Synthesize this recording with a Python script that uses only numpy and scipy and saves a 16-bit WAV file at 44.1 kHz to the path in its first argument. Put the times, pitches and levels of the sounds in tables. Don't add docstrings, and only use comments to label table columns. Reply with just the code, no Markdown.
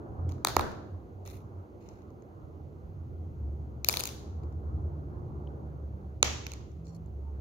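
import sys
import numpy as np
from scipy import signal
from scipy.fft import rfft, irfft, next_fast_len
from scipy.io import wavfile
from scipy.ndimage import uniform_filter1d, map_coordinates

SR = 44100
rng = np.random.default_rng(int(sys.argv[2]) if len(sys.argv) > 2 else 0)


def gain_from_db(level_db):
    decades = np.asarray(level_db, float) / 20
    return 10 ** decades


def int16_out(signal):
    q = np.round(np.clip(np.atleast_2d(signal).T, -1, 1) * 32767)
    wavfile.write(sys.argv[1], SR, q.astype(np.int16))


N = 326465

# freq_hz, density_db (per Hz)
HISS_COLOUR = [(1180, -30), (2000, -1), (2280, -6), (2770, -8), (3780, -14), (4160, -11), (5420, -18),
               (6470, -11), (7860, -25), (10500, -22), (11900, -19), (14100, -17), (15900, -21),
               (16500, -34)]
HISS_DB = -78
# freq_hz, correlation (-1 to 1)
STEREO_LIKENESS = [(60, 0.85), (180, 0.91), (550, 0.52), (1650, -0.76), (4970, 0.73), (15000, 0.37)]

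# time_s, pitch_hz, level_db
ENGINE_DRONE = [(2.6, 90.64, -65), (2.95, 88.18, -40.5), (3.07, 84.7, -44.5), (3.12, 85, -41),
                (3.26, 82.3, -44.5), (3.42, 74.39, -37), (3.7, 73.08, -41), (4.1, 71.92, -50.5),
                (4.4, 73.85, -39.5), (4.8, 73.04, -38), (5.2, 74.2, -46), (5.48, 71.83, -41),
                (5.64, 71, -50), (5.8, 72.97, -39.5), (6.18, 72.5, -46.5), (6.3, 73.62, -39),
                (6.62, 72.2, -50.5), (6.74, 73.33, -43), (7.0, 72, -55.5), (7.1, 70.3, -38.5),
                (7.4, 68.76, -39)]
# start_s, end_s, pitch_hz, level_db
ENGINE_NOTES = [(0.146, 0.386, 87.5, -32.5), (0.535, 0.653, 83.5, -30), (0.882, 1.014, 93, -35.5),
                (1.088, 1.434, 93.2, -46.5), (1.496, 1.665, 93, -40.5), (2.298, 2.425, 92, -42),
                (2.437, 2.796, 83, -51), (4.207, 4.966, 83.8, -39), (0.136, 0.462, 123, -45),
                (3.306, 4.103, 115, -52.5), (4.687, 5.815, 147.8, -49), (5.024, 5.6, 357, -57.5),
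                (5.787, 6.143, 189.4, -52.5), (6.011, 6.5, 120.8, -50.5), (6.723, 7.12, 164.3, -47),
                (7.198, 7.359, 903, -63)]
NOTE_FADE_S = 0.09
# time_s, far_engines_db, tyres_db
ROAR_LEVELS = [(0, -41, -45.5), (.5, -45, -48), (.75, -48.5, -49), (1, -48, -51.5), (2.1, -54, -52),
               (2.8, -46.5, -54), (3.5, -41.5, -52.5), (4.1, -47, -50.5), (4.8, -40.5, -48.5),
               (5.6, -44.5, -48.5), (6.2, -44, -53), (6.45, -46.5, -50.5), (6.7, -48.5, -54.5),
               (7.1, -46.5, -55), (7.4, -43.5, -53)]
# time_s, left_minus_right_db
TRAFFIC_BALANCE = [(0.0, -1), (1.6, -2), (2.7, -3), (3.4, -0.5), (7.4, -2)]
# freq_hz, density_db (per Hz)
FAR_ENGINE_COLOUR = [(15, -54), (25, -37.5), (55, -7.5), (75, -2.5), (113, -4.5), (155, -9.5), (178, -16.5),
                     (246, -23), (356, -30), (400, -20.5), (520, -50.5), (880, -120)]
# freq_hz, density_db (per Hz)
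TYRE_ROAR_COLOUR = [(120, -33.5), (200, -3.5), (221, -3.5), (252, -8.5), (302, -3), (333, -3), (800, -18),
                    (1040, -60), (1760, -120)]
# freq_hz, density_db (per Hz)
TYRE_SWISH_COLOUR = [(440, -29.5), (750, 0.5), (1370, -7), (1690, -15.5), (1830, -23.5), (2400, -36),
                     (3120, -58), (5280, -120)]
SWISH_DB, SWISH_SWING = -11, 1.2

# freq_hz, t60_s
ROOM_DECAY = [(300, .6), (1000, .64), (3000, .62), (7000, .58), (9000, .42), (15000, .34)]
# freq_hz, gain_db
ROOM_COLOUR = [(300, 6), (1000, 1.5), (2500, -3), (5000, -2), (8000, -2.5), (15000, -2)]

# freq_hz, width_hz, level_db
CLICK_BRIGHT = [(5300, 350, -5), (6300, 550, 0), (7100, 500, -7)]
# freq_hz, width_hz, level_db
CLICK_SHEEN = [(9300, 1500, -3), (11900, 1600, 0), (13500, 1600, -1), (15200, 1400, -3)]
# freq_hz, width_hz, level_db
CLICK_CLANK = [(2400, 420, 0), (2950, 600, -3)]
# freq_hz, width_hz, level_db
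CLICK_MIDDLE = [(3500, 450, -4), (4250, 550, 0)]
# freq_hz, width_hz, level_db
NAIL_RING = [(4350, 180, 0), (5620, 180, -3), (7000, 300, -5)]
# freq_hz, width_hz, level_db
BENCH_KNOCK = [(332, 110, -3.5), (560, 250, -6.5), (770, 260, -0.5), (1217, 200, -2), (2110, 280, -3)]

# start_s, end_s, level_db, sheen_db, nail_ring_db
SCRAPES = [(.288, .37, -67, -9, -20), (1.25, 1.43, -61, -1, -20), (3.89, 4.12, -57, -4, -20),
           (1.8, 2.08, -72, -12, -20), (6.845, 6.965, -81, -12, 15), (6.945, 6.978, -77, 4, 12)]
# start_s, pitch_hz, level_db, t60_s
PURE_TICKS = [(5.473, 3070, -48, 0.0098)]

NAIL_DROP_S, NAIL_DROP_DB = 0.4483, -16.5
FIRST_FLIGHT_S, BOUNCE_SHRINK = 0.0226, 0.62
FIRST_LOSS_DB, NEXT_LOSS_DB, BOUNCE_TILT_DB = 11, 4, 7
# start_s, level_db, low_tilt_db
CLIP_KNOCKS = [(0.3814, -68.5, -1), (0.566, -22, -5), (0.5939, -35, 2), (0.6099, -43, 1)]
# start_s, level_db, low_tilt_db
STRIP_RATTLE = [(3.8454, -22, -1), (3.8866, -10.5, -4), (3.8948, -22, 2.5), (3.927, -23.5, -3),
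                (3.9393, -31.5, 14.5), (3.961, -34.5, -0.5), (3.9704, -24.5, 6), (3.9945, -23, -4),
                (3.9999, -26.5, 0), (4.006, -31, 6.5), (4.0366, -20, -4.5), (4.0544, -24.5, -0.5),
                (4.0689, -36, -1), (4.0738, -28.5, 1), (4.0894, -36.5, 8.5)]
# start_s, level_db, low_tilt_db
JAW_SNAPS = [(6.2282, -5, 3), (6.2446, -31.5, -4), (6.4666, -30.5, 8), (6.5183, -34.5, 1),
             (6.536, -37.5, 2)]
# start_s, level_db, low_tilt_db
PART_TICKS = [(0.2918, -43, -2), (0.299, -50, 0), (0.3134, -52, 2), (0.3206, -46, 2), (0.717, -50, 2),
              (1.2527, -50, -2), (1.2758, -39, -3), (1.3004, -46, 0), (1.8885, -46, -12), (2.02, -63, 4),
              (2.105, -62, -2), (2.2228, -60, -6), (4.4348, -61, 2), (4.5243, -62, 0), (6.7171, -61, 0),
              (6.8694, -56, -2), (7.0608, -63, -8)]
# knock_db, clank_db, middle_db, sheen_db
NAIL_SHARES, CLIP_SHARES, STRIP_SHARES = (2, -14.5, -1, 1), (17.5, -2, 7, 4.5), (-9.5, -9, -3.5, 1.5)
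JAW_SHARES, TICK_SHARES = (-13, -8.5, -7, -9), (-1, -11.5, -2.5, -8)
SHARE_SCATTER_DB = 3.18

# time_s, left_lag_ms, left_minus_right_db
HAND_PLACE = [(0.3, -0.36, -6), (0.452, 0.0089, 7.5), (.6, 0.015, -18), (1.3, -0.32, 4.5), (3.5, 0.39, 7.5),
              (4.499, 0.44, 4), (6.2, 0.23, -4.5), (6.899, 0.59, -15)]
# freq_hz, left_minus_right_db
MICROPHONE_BALANCE = [(60, 0.0), (110, 0.0), (200, 0.0), (380, 1.5), (700, -1.5), (1290, -9.0), (2380, 3.5),
                      (4400, 0.5), (8120, 3.5), (15000, -0.5)]
# freq_hz, gain_db
TREBLE_LIMIT = [(15700, 0), (16000, -9), (16700, -16), (17000, -50)]


def unit(x):
    return x / np.sqrt(np.mean(x ** 2) + 1e-20)


def peak_one(x):
    return x / np.max(np.abs(x))


def along(points, hz):
    f, v = np.transpose(points)
    return np.interp(np.log(hz + 1), np.log(f + 1), v)


def curves(rows):
    s, *cols = np.transpose(rows)
    return [np.interp(np.arange(N) / SR, s, c) for c in cols]


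def wobble(rate_hz):
    knots = rng.standard_normal(int(N * rate_hz / SR) + 4)
    return map_coordinates(knots, [np.arange(N) * rate_hz / SR])


def filtered(x, response):
    m = next_fast_len(x.shape[-1] + 8192)
    spectrum = rfft(x, m) * response(np.fft.rfftfreq(m, 1 / SR))
    return irfft(spectrum, m)[..., :x.shape[-1]]


def resonances(modes, scatter_db):
    gains = [gain_from_db(db + scatter_db * rng.standard_normal()) for _, _, db in modes]

    def response(f):
        total = 0
        for k, (centre, width, _) in enumerate(modes):
            damping = 1j * f * width
            total = total + (-1) ** k * gains[k] * damping / (centre * centre - f * f + damping)
        return total
    return response


def rush(colour, patchy_db):
    z = signal.stft(rng.standard_normal((2, N)), nperseg=512)[2]
    patches = uniform_filter1d(rng.standard_normal(z.shape[1:]), size=5, axis=0)
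    patches = uniform_filter1d(patches, size=12, axis=1)
    pair = signal.istft(z * gain_from_db(patchy_db * unit(patches)), nperseg=512)[1][:, :N]

    def mid_side_response(hz):
        angle = np.arccos(np.clip(along(STEREO_LIKENESS, hz), -1, 1)) / 2
        return gain_from_db(along(colour, hz)) * np.array([np.cos(angle), np.sin(angle)])
    mid, side = filtered(pair, mid_side_response)
    return unit(np.array([mid + side, mid - side]))


def hiss():
    return gain_from_db(HISS_DB) * rush(HISS_COLOUR, patchy_db=0.5)


def engines():
    t = np.arange(N) / SR
    hz, db = curves(ENGINE_DRONE)
    turns = np.cumsum(hz) / SR
    drone = gain_from_db(db + 1.5 * wobble(11)) * np.sqrt(2) * np.sin(2 * np.pi * turns + 0.9 * wobble(9))
    for start, end, note_hz, note_db in ENGINE_NOTES:
        ramp = np.clip(np.minimum(t - start, end - t) / NOTE_FADE_S, 0, 1)
        swell = np.sin(np.pi / 2 * ramp) ** 2
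        level = gain_from_db(note_db + 1.2 * wobble(7)) * swell
        drone = drone + level * np.sqrt(2) * np.sin(2 * np.pi * note_hz * t + 0.48 * wobble(10))
    return drone


def traffic():
    low_db, mid_db = curves(ROAR_LEVELS)
    swish_db = mid_db.mean() + SWISH_DB + SWISH_SWING * (mid_db - mid_db.mean())
    far_engines = gain_from_db(low_db + 1.7 * wobble(7.5)) * rush(FAR_ENGINE_COLOUR, patchy_db=1.0)
    tyre_roar = gain_from_db(mid_db + 0.23 * wobble(6.9)) * rush(TYRE_ROAR_COLOUR, patchy_db=1.04)
    tyre_swish = gain_from_db(swish_db + 0.98 * wobble(8.5)) * rush(TYRE_SWISH_COLOUR, patchy_db=2.0)
    pan_db = curves(TRAFFIC_BALANCE)[0]
    return (engines() + far_engines + tyre_roar + tyre_swish) * gain_from_db([pan_db / 2, -pan_db / 2])


def room(parts):
    hz, t, z = signal.stft(rng.standard_normal((2, SR)), SR, nperseg=512)
    power = uniform_filter1d(sum(np.abs(rfft(part)) ** 2 for part in parts), size=65)
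    power = np.interp(hz, np.linspace(0, SR / 2, len(power)), power)
    colour = np.sqrt(np.abs(power)) * gain_from_db(along(ROOM_COLOUR, hz))
    decay = gain_from_db(-60 * t / along(ROOM_DECAY, hz)[:, None])
    tail = signal.istft(z * colour[:, None] * decay, SR, nperseg=512)[1][:, :SR]
    return tail * np.clip((np.arange(SR) / SR - 0.005) / 0.017, 0, 1)


def scrapes():
    t, out = np.arange(N) / SR, np.zeros((2, N))
    for start, end, db, sheen_db, nail_db in SCRAPES:
        k = slice(round(start * SR), round(end * SR))
        progress = (t[k] - start) / (end - start)
        chatter = rng.standard_normal((2, k.stop - k.start)) * gain_from_db(3.5 * wobble(160)[k])
        parts = [(CLICK_CLANK + CLICK_MIDDLE + CLICK_BRIGHT, 0), (CLICK_SHEEN, sheen_db),
                 (NAIL_RING, nail_db), (BENCH_KNOCK, -3)]
        ring = sum(gain_from_db(part_db) * unit(filtered(chatter, resonances(modes, scatter_db=1.5)))
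                   for modes, part_db in parts)
        stroke = np.clip(progress / 0.05, 0, 1) * (1 - np.abs(progress) ** 1.5)
        out[:, k] += gain_from_db(db) * stroke * ring
    return out


def pure_ticks():
    t, out = np.arange(2048) / SR, np.zeros((2, N))
    for s, hz, db, t60 in PURE_TICKS:
        k = round(s * SR)
        rise = 1 - np.exp(-t / 0.00027)
        out[:, k:k + len(t)] += gain_from_db(db - 60 * t / t60) * np.sin(2 * np.pi * hz * t) * rise
    return out


def nail_bounces():
    rows = [(NAIL_DROP_S, NAIL_DROP_DB, 0)]
    for k in range(1, 6):
        s = NAIL_DROP_S + FIRST_FLIGHT_S * (1 - BOUNCE_SHRINK ** k) / (1 - BOUNCE_SHRINK)
        rows.append((s, NAIL_DROP_DB - FIRST_LOSS_DB - NEXT_LOSS_DB * (k - 1), BOUNCE_TILT_DB))
    return rows


def blows():
    objects = [(nail_bounces(), NAIL_SHARES), (CLIP_KNOCKS, CLIP_SHARES), (STRIP_RATTLE, STRIP_SHARES),
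               (JAW_SNAPS, JAW_SHARES), (PART_TICKS, TICK_SHARES)]
    out = []
    for rows, shares in objects:
        for s, db, tilt_db in rows:
            tilt = np.multiply(tilt_db, [0.64, 0.96, 0.98, 0.31])
            out.append((s, db, *(np.add(shares, tilt) + SHARE_SCATTER_DB * rng.standard_normal(size=4))))
    return out


def bench_push(t):
    def half_sine(start, length):
        return np.sin(np.pi * np.clip((t - start) / length, 0, 1))
    return half_sine(0.0006, 0.0004) - 0.4 * half_sine(0.0001, 0.0005) + 0.4 * half_sine(0.0028, 0.0003)


def contacts():
    near, far = np.zeros((2, N + 2 * SR)), np.zeros((2, N + 2 * SR))
    t = np.arange(2048) / SR
    push = bench_push(t)
    blow = (t == 0) * 1.0
    when, lags_ms, pans_db = np.transpose(HAND_PLACE)
    for s, db, knock_db, clank_db, middle_db, sheen_db in blows():
        rattle = blow + 0.24 * rng.standard_normal((2, len(t))) * np.exp(-t / 0.0009)
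        parts = [(CLICK_BRIGHT, 0), (CLICK_CLANK, clank_db), (CLICK_MIDDLE, middle_db), (CLICK_SHEEN, sheen_db)]

        def ring(x, scatter_db):
            return [gain_from_db(part_db) * peak_one(filtered(x, resonances(modes, scatter_db)))
                    for modes, part_db in parts]
        knock = gain_from_db(knock_db) * peak_one(filtered(push, resonances(BENCH_KNOCK, scatter_db=2.5)))
        lag_s = np.interp(s, when, lags_ms) / 1000
        pan_db = np.interp(s, when, pans_db)
        starts = [round((s + max(lag_s, 0)) * SR), round((s - min(lag_s, 0)) * SR)]
        click = sum(ring(rattle, scatter_db=5.0)) * gain_from_db([[pan_db / 2], [-pan_db / 2]])
        hit = gain_from_db(db) * (click + knock)
        for ear, k in enumerate(starts):
            near[ear, k:k + len(t)] += hit[ear]
        if db > -48:
            tail = room(ring(blow, scatter_db=0.5) + [knock])
            far[:, starts[0]:starts[0] + SR] += gain_from_db(db - 38) * tail
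    return near[:, :N], far[:, :N]


def scene():
    def phone_body(hz):
        return gain_from_db(np.outer([0.5, -0.5], along(MICROPHONE_BALANCE, hz)))
    near, far = contacts()
    return hiss() + traffic() + scrapes() + far + filtered(near + pure_ticks(), phone_body)


def low_pass(x):
    return signal.sosfilt(signal.butter(12, 17080, fs=SR, output="sos"), x)


def record(dry):
    mix = filtered(dry, lambda hz: gain_from_db(along(TREBLE_LIMIT, hz)))
    return low_pass(mix)


dry = scene()
out = record(dry)
int16_out(out)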